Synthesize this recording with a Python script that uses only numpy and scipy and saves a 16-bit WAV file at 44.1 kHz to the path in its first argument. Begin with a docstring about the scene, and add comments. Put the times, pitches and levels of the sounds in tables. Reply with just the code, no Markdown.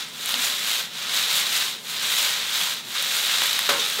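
"""In a small kitchen, rice fries in a wok over the soft rush of a gas burner.
The sizzle is a swarm of tiny steam bursts. It sinks at each of four tosses, as the rice leaves
the hot steel, and swells as the rice lands and is stirred. Fat spits, a ladle knocks and scrapes,
and at last the wok is set down on the burner with a clatter."""
import sys
import numpy as np
from scipy import signal
from scipy.io import wavfile

SR = 44100
rng = np.random.default_rng(int(sys.argv[2]) if len(sys.argv) > 2 else 0)


def to_wav(s):
    """Save 16-bit WAV."""
    ch = np.atleast_2d(s).T  # columns
    pcm = np.round(np.clip(ch, -1, 1) * 32767)  # PCM
    wavfile.write(sys.argv[1], SR, pcm.astype(np.int16))


N = 176400  # 4 seconds


def amp(db):
    """Turns decibels into a number to multiply a sound by."""
    return 10 ** (np.asarray(db) / 20)


def unit(x):
    """Scales a signal so that its average power is 1."""
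    return x / np.sqrt(np.mean(x ** 2) + 1e-20)


def read(points, hz):
    """Reads between the rows of a table, giving each octave about equal room."""
    row_hz, value = np.transpose(points)
    return np.interp(np.log(hz + 1), np.log(row_hz), value)


def add(mix, start_s, sound):
    """Adds a sound to the mix at the given time."""
    part = mix[round(start_s * SR):][:len(sound)]
    part += sound[:len(part)]


def click(colour, size=2048):
    """A click of energy 1 whose colour (its balance of low and high) follows a table."""
    hz = abs(np.fft.fftfreq(size, 1 / SR))
    log_gain = np.log(amp(read(colour, hz)))
    spectrum = np.exp(np.conj(signal.hilbert(log_gain)))  # packs the energy at the start
    pulse = np.fft.ifft(spectrum).real[:size // 2]
    return pulse / np.linalg.norm(pulse)


def through(x, response):
    """Makes every sample of x set off its own copy of the response."""
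    return signal.fftconvolve(x, response)[:N]


def resonate(x, hz, width_hz):
    """Keeps the part of a sound near one pitch, which may move."""
    turn = np.exp(2j * np.pi * np.cumsum(hz * np.ones(len(x))) / SR)
    decay = np.exp(-np.pi * width_hz / SR)
    return 2 * (turn * signal.lfilter([1 - decay], [1, -decay], x / turn)).real


def drift(low_hz, high_hz, count=30):
    """A random wander, made of waves between two rates."""
    t = np.arange(0, N, 64) / SR
    rates = np.geomspace(low_hz, high_hz, count)
    wave = sum(np.sin(2 * np.pi * (hz * t + rng.random())) / np.sqrt(hz) for hz in rates)
    return np.interp(np.arange(N) / SR, t, unit(wave))


def swarm(per_s, spread_db):
    """Ticks at random times, many small and a few large."""
    size = amp(spread_db * np.minimum(rng.exponential(1, N), 3.22))  # capped, so none sticks out
    sign = rng.choice([-1, 1], N)
    happens = rng.random(N) < per_s / SR
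    return unit(size * sign * happens)


def kitchen(x):
    """The room sends back a dense wash of echoes, in which the low notes last longest."""
    # Each row: frequency in Hz, seconds to fade by 60 dB.
    fade_times = [(200, 0.99), (1500, 0.27), (4000, 0.21), (9000, 0.15), (16000, 0.42)]
    echoes = rng.standard_normal(SR // 2) * (np.arange(SR // 2) > .003 * SR)  # begin after 3 ms
    hz, t, bands = signal.stft(echoes, SR, nperseg=256)
    fade = amp(-60 * t / read(fade_times, hz)[:, None])
    tail = signal.istft(bands * fade, SR, nperseg=256)[1]
    return through(x, tail / np.linalg.norm(tail))


def hum(waver=0.67):
    """The flame hums on two low tones, and the wok rings faintly above them."""
    # Each row: pitch in Hz, level in dB.
    tones = [(164, -62), (236, -61.5), (553, -65)]
    t = np.arange(N) / SR
    return sum(amp(db) * unit(np.sin(2 * np.pi * hz * t + waver * drift(2, 20))) for hz, db in tones)


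def flame(level_db=-49, flutter_db=-1):
    """Burning gas makes a soft, low rush that flutters."""
    # Each row: frequency in Hz, relative level in dB.
    colour = [(20, -66), (50, -19), (100, -6.5), (160, 0), (195, 1), (235, -0.5), (310, -6), (430, -1),
              (530, -6), (620, -8.5), (1000, -4.5), (1600, -19), (5000, -17.5), (16000, -23)]
    rush = through(rng.standard_normal(N), click(colour))
    return rush * amp(level_db + flutter_db * drift(3, 30))


def wok_ring(push):
    """When pushed, the steel bowl rings at its own fixed pitches."""
    # Each row: pitch in Hz, relative level in dB, seconds to fade by 60 dB.
    tones = [(269, -17, .6), (420, -9, .4), (479, -5, .35), (554, 3, .27), (781, -13, .3), (824, -7, .35),
             (937, -4, .25), (1007, -1, .25), (1070, -7, .25), (1281, -6, .2), (1328, -4, .15),
             (1416, 0, .2), (1560, 0, .13), (2182, -6, .15)]
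    t = np.arange(SR // 2) / SR
    ring = sum(amp(db - 60 * t / fade_s) * np.cos(2 * np.pi * hz * t) for hz, db, fade_s in tones)
    return through(push, ring / np.linalg.norm(ring))


def rice_thud(start_s=.33, level_db=-44.5, fade_s=0.57, hz=245, width_hz=55):
    """Tossed rice falls back and softly drums the bowl, once."""
    out, t = np.zeros(N), np.arange(SR // 3) / SR
    noise = rng.standard_normal(len(t))
    drum = resonate(resonate(noise, hz, width_hz), hz, width_hz)
    add(out, start_s, unit(drum) * amp(level_db - 60 * t / fade_s))
    return out


def ladle_slide(start_s=3.794, ring_hz=3700, ring_db=-22, swish_db=-32):
    """The ladle slides over the steel: a thin ring, and a swish that falls to the same pitch."""
    out, t = np.zeros(N), np.arange(SR // 4) / SR
    ring_fade_s, swish_fade_s = 0.26, .1
    ring_noise, swish_noise = rng.standard_normal((2, len(t)))
    ring = resonate(ring_noise, ring_hz, width_hz=220)
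    swish_hz = np.maximum(6560 - 70000 * t, ring_hz)
    swish = resonate(resonate(swish_noise, swish_hz, width_hz=740), swish_hz, width_hz=740)
    add(out, start_s, unit(ring) * amp(ring_db - 60 * t / ring_fade_s))
    add(out, start_s, unit(swish) * amp(swish_db - 60 * t / swish_fade_s))
    return out


def wok_knocks(set_down_s=3.691):
    """Ladle, landing rice and burner grate hit the wok: tiny slips rasp, ring it and shake it."""
    # Each row: start in seconds, level in dB, seconds to rise, seconds to fade by 60 dB,
    # then how much harder the ring and the dull body are driven, both in dB.
    knocks = [ (.335, -34.5, .005, 0.17, -1, 3.5), (.944, -43, 0.0027, .1, -25, -14),
              (2.945, -26.5, 0.0087, .15, -18, -14), (3.165, -31, .003, .1, -7, -11),
              (3.418, -24, .002, .045, -12, 3), (3.434, -24, 0.0033, .08, -14, -19),
              (3.688, -15.5, 0.0048, 0.15, -3, -2.5), (3.72, -31, 0.0087, 0.31, 4, 5),
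              (3.983, -26, 0.0088, .2, -4, 2)]
    # The rubbing contact. Each row: frequency in Hz, relative level in dB.
    rasp_colour = [(20, -64), (150, -52), (600, -5), (1400, 12), (2600, 7), (3700, 12.5), (5000, 4),
                   (8000, -3.5), (16000, -11)]
    # The wok's dull body. Each row: frequency in Hz, relative level in dB.
    body_colour = [(15, -50), (35, -28), (70, -21), (150, -19), (320, -11), (460, 1), (650, -5), (1300, -1),
                   (2200, -8), (5000, -28), (16000, -50)]
    rub, strike, shake, blow = np.zeros((4, N))
    t = np.arange(SR // 2) / SR
    for start_s, db, rise_s, fade_s, ring_db, body_db in knocks:
        force = np.minimum(t / rise_s, 1) * amp(db - 60 * np.maximum(t - rise_s, 0) / fade_s)
        add(rub, start_s, force)
        add(strike, start_s, force * amp(ring_db))
        add(shake, start_s, force * amp(body_db))
    add(blow, set_down_s, amp([6]))  # one firm blow as the wok meets the grate
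    slips = swarm(per_s=9000, spread_db=1.5)
    rattle = swarm(per_s=9000, spread_db=1.5)
    rasp = through(slips * rub, click(rasp_colour))
    steel = wok_ring(amp(-6) * slips * strike + blow)
    body = amp(-6) * through(rattle * shake, click(body_colour, size=8192))
    return rasp + steel + body


def fat_spits(spray_fade_s=.003):
    """Fat spits in single large bursts: a pop with a sharp snap and a very short spray."""
    # Each row: start in seconds, level of the pop in dB, snap compared with the pop in dB.
    spits = [(.0865, -27, 6), (.1565, -24, -1), (0.2596, -7.5, 5), (0.292, -4, 0), (.3226, -12, 5),
             (.342, 5.5, -18), (0.594, -10, -3), (1.3484, -7, -5), (1.377, -3, -7), (1.4058, -3, -5),
             (1.469, -8, -8), (2.1851, 0, -6), (2.614, 0.5, -9), (3.0255, -5, 2), (3.168, 1, -3),
             (3.2506, -5, -7), (3.4198, 2, -15), (3.436, -2, -1), (3.459, -7, 2), (3.4685, -20, 16),
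             (3.5098, -6, -1), (3.5307, 2, -6), (3.5916, 4, -3.5), (3.9008, -6, 0)]
    # The colours of pop and snap. Each row: frequency in Hz, relative level in dB.
    pop_colour = [(100, -33), (500, -20.5), (1300, -9.5), (2600, -8.5), (3600, 6.5), (4400, -6.5),
                  (5500, -18), (8000, -21), (16000, -33)]
    snap_colour = [(500, -22), (3000, 0), (6000, -9), (9000, 3), (13000, 0), (16000, -4)]
    pop_click, snap_click = click(pop_colour), click(snap_colour)
    out, t = np.zeros(N), np.arange(SR // 50) / SR
    for start_s, db, snap_db in spits:
        spray = rng.standard_normal(len(t)) * amp(-60 * t / spray_fade_s)
        spray *= amp(10) / np.linalg.norm(spray)
        spray[0] = 1  # the opening tick, about 10 dB weaker than the whole spray
        pop, snap = np.convolve(pop_click, spray), np.convolve(snap_click, spray)
        spit = pop / np.linalg.norm(pop) + amp(snap_db) * snap / np.linalg.norm(snap)
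        add(out, start_s, amp(db) * spit)
    return out


def sizzle(flicker_db=.5, clump_db=0.7):
    """Steam bursts and a finer fizz swell and sink as the rice meets and leaves the hot steel."""
    # Each row: time in seconds, relative level in dB, extra change for the fizz alone in dB.
    contact = [(0.0, -30, -13), (0.08, -39.5, -15), (0.14, -39.7, -10.5), (0.3, -27.5, -6.5),
               (0.37, -28, -11), (0.44, -24, -5.5), (0.55, -28.5, -9.5), (0.61, -29.5, -9),
               (0.7, -25, -7.5), (0.8, -27, -8.5), (0.9, -40.5, -15), (0.98, -31.3, -11.5),
               (1.08, -30.2, -16), (1.14, -24.5, -9.5), (1.19, -24, -7.5), (1.26, -26.1, -12),
               (1.37, -22.5, -6), (1.45, -26.5, -12), (1.51, -25.5, -9), (1.57, -22.5, -8.5),
               (1.69, -28.5, -9.5), (1.78, -39, -13), (1.83, -41.5, -8), (1.9, -31.5, -6.5),
               (1.99, -29, -13.5), (2.03, -26.5, -8.5), (2.22, -23, -7), (2.41, -28.0, -12.5),
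               (2.49, -29.2, -11), (2.55, -25, -10), (2.62, -25.5, -7.5), (2.71, -27.0, -9.5),
               (2.83, -38.5, -15), (2.88, -38, -5.5), (2.98, -26, -12.5), (3.1, -27, -8.5),
               (3.16, -24.5, -8.5), (3.22, -26.5, -6.5), (3.3, -23.5, -10.5), (3.43, -23.5, -11),
               (3.65, -27, -10.5), (3.86, -26.4, -11), (4.0, -29.5, -8)]
    # The colours of bursts and fizz. Each row: frequency in Hz, relative level in dB.
    burst_colour = [(100, -36), (300, -27.5), (550, -17.5), (900, -14.5), (1300, -8.5), (2600, -5),
                    (3300, -1), (3850, 1), (4300, -4), (5000, -8), (7000, -10.5), (8800, -14.5),
                    (10000, -18.5), (16000, -32)]
    fizz_colour = [(500, -68), (4000, -10.5), (7000, 11.5), (10000, 4), (13000, 5), (16000, 0)]
    times, level_db, fizz_db = np.transpose(contact)
    t = np.arange(N) / SR
    level = amp(np.interp(t, times, level_db) + flicker_db * drift(12, 90))
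    fizz_share = amp(np.interp(t, times, fizz_db))
    bursts = swarm(per_s=9000, spread_db=3)
    bursts = unit(bursts * amp(clump_db * drift(70, 300)))  # clumps a few milliseconds long
    fine_ticks = unit(swarm(per_s=6000, spread_db=3.5) + .5 * bursts)  # each burst fizzes a little too
    steam = through(bursts * level, amp(1.2) * click(burst_colour))
    fizz = through(fine_ticks * level * fizz_share, amp(4) * click(fizz_colour))
    return steam + fizz


def scene(ring_db=-24, room_db=-11.5):
    """Mixes pan, room and flame, the same in both channels."""
    frying = sizzle()
    pan = frying + fat_spits() + wok_knocks() + ladle_slide() + rice_thud()
    pan += amp(ring_db) * wok_ring(frying)  # the sizzle makes the wok ring faintly
    mono = pan + amp(room_db) * kitchen(pan) + flame() + hum()
    return np.array([mono, mono])


def record(dry, ceiling=.85, cutoff_hz=15800):
    """Rounds off the sharpest peaks, then removes the very highest treble."""
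    rounded = dry / (1 + (dry / ceiling) ** 4) ** .25
    low_pass = signal.firwin(511, cutoff_hz, window=("kaiser", 9), fs=SR)
    return signal.oaconvolve(rounded, low_pass[None], "same")


dry = scene()
out = record(dry)
to_wav(out)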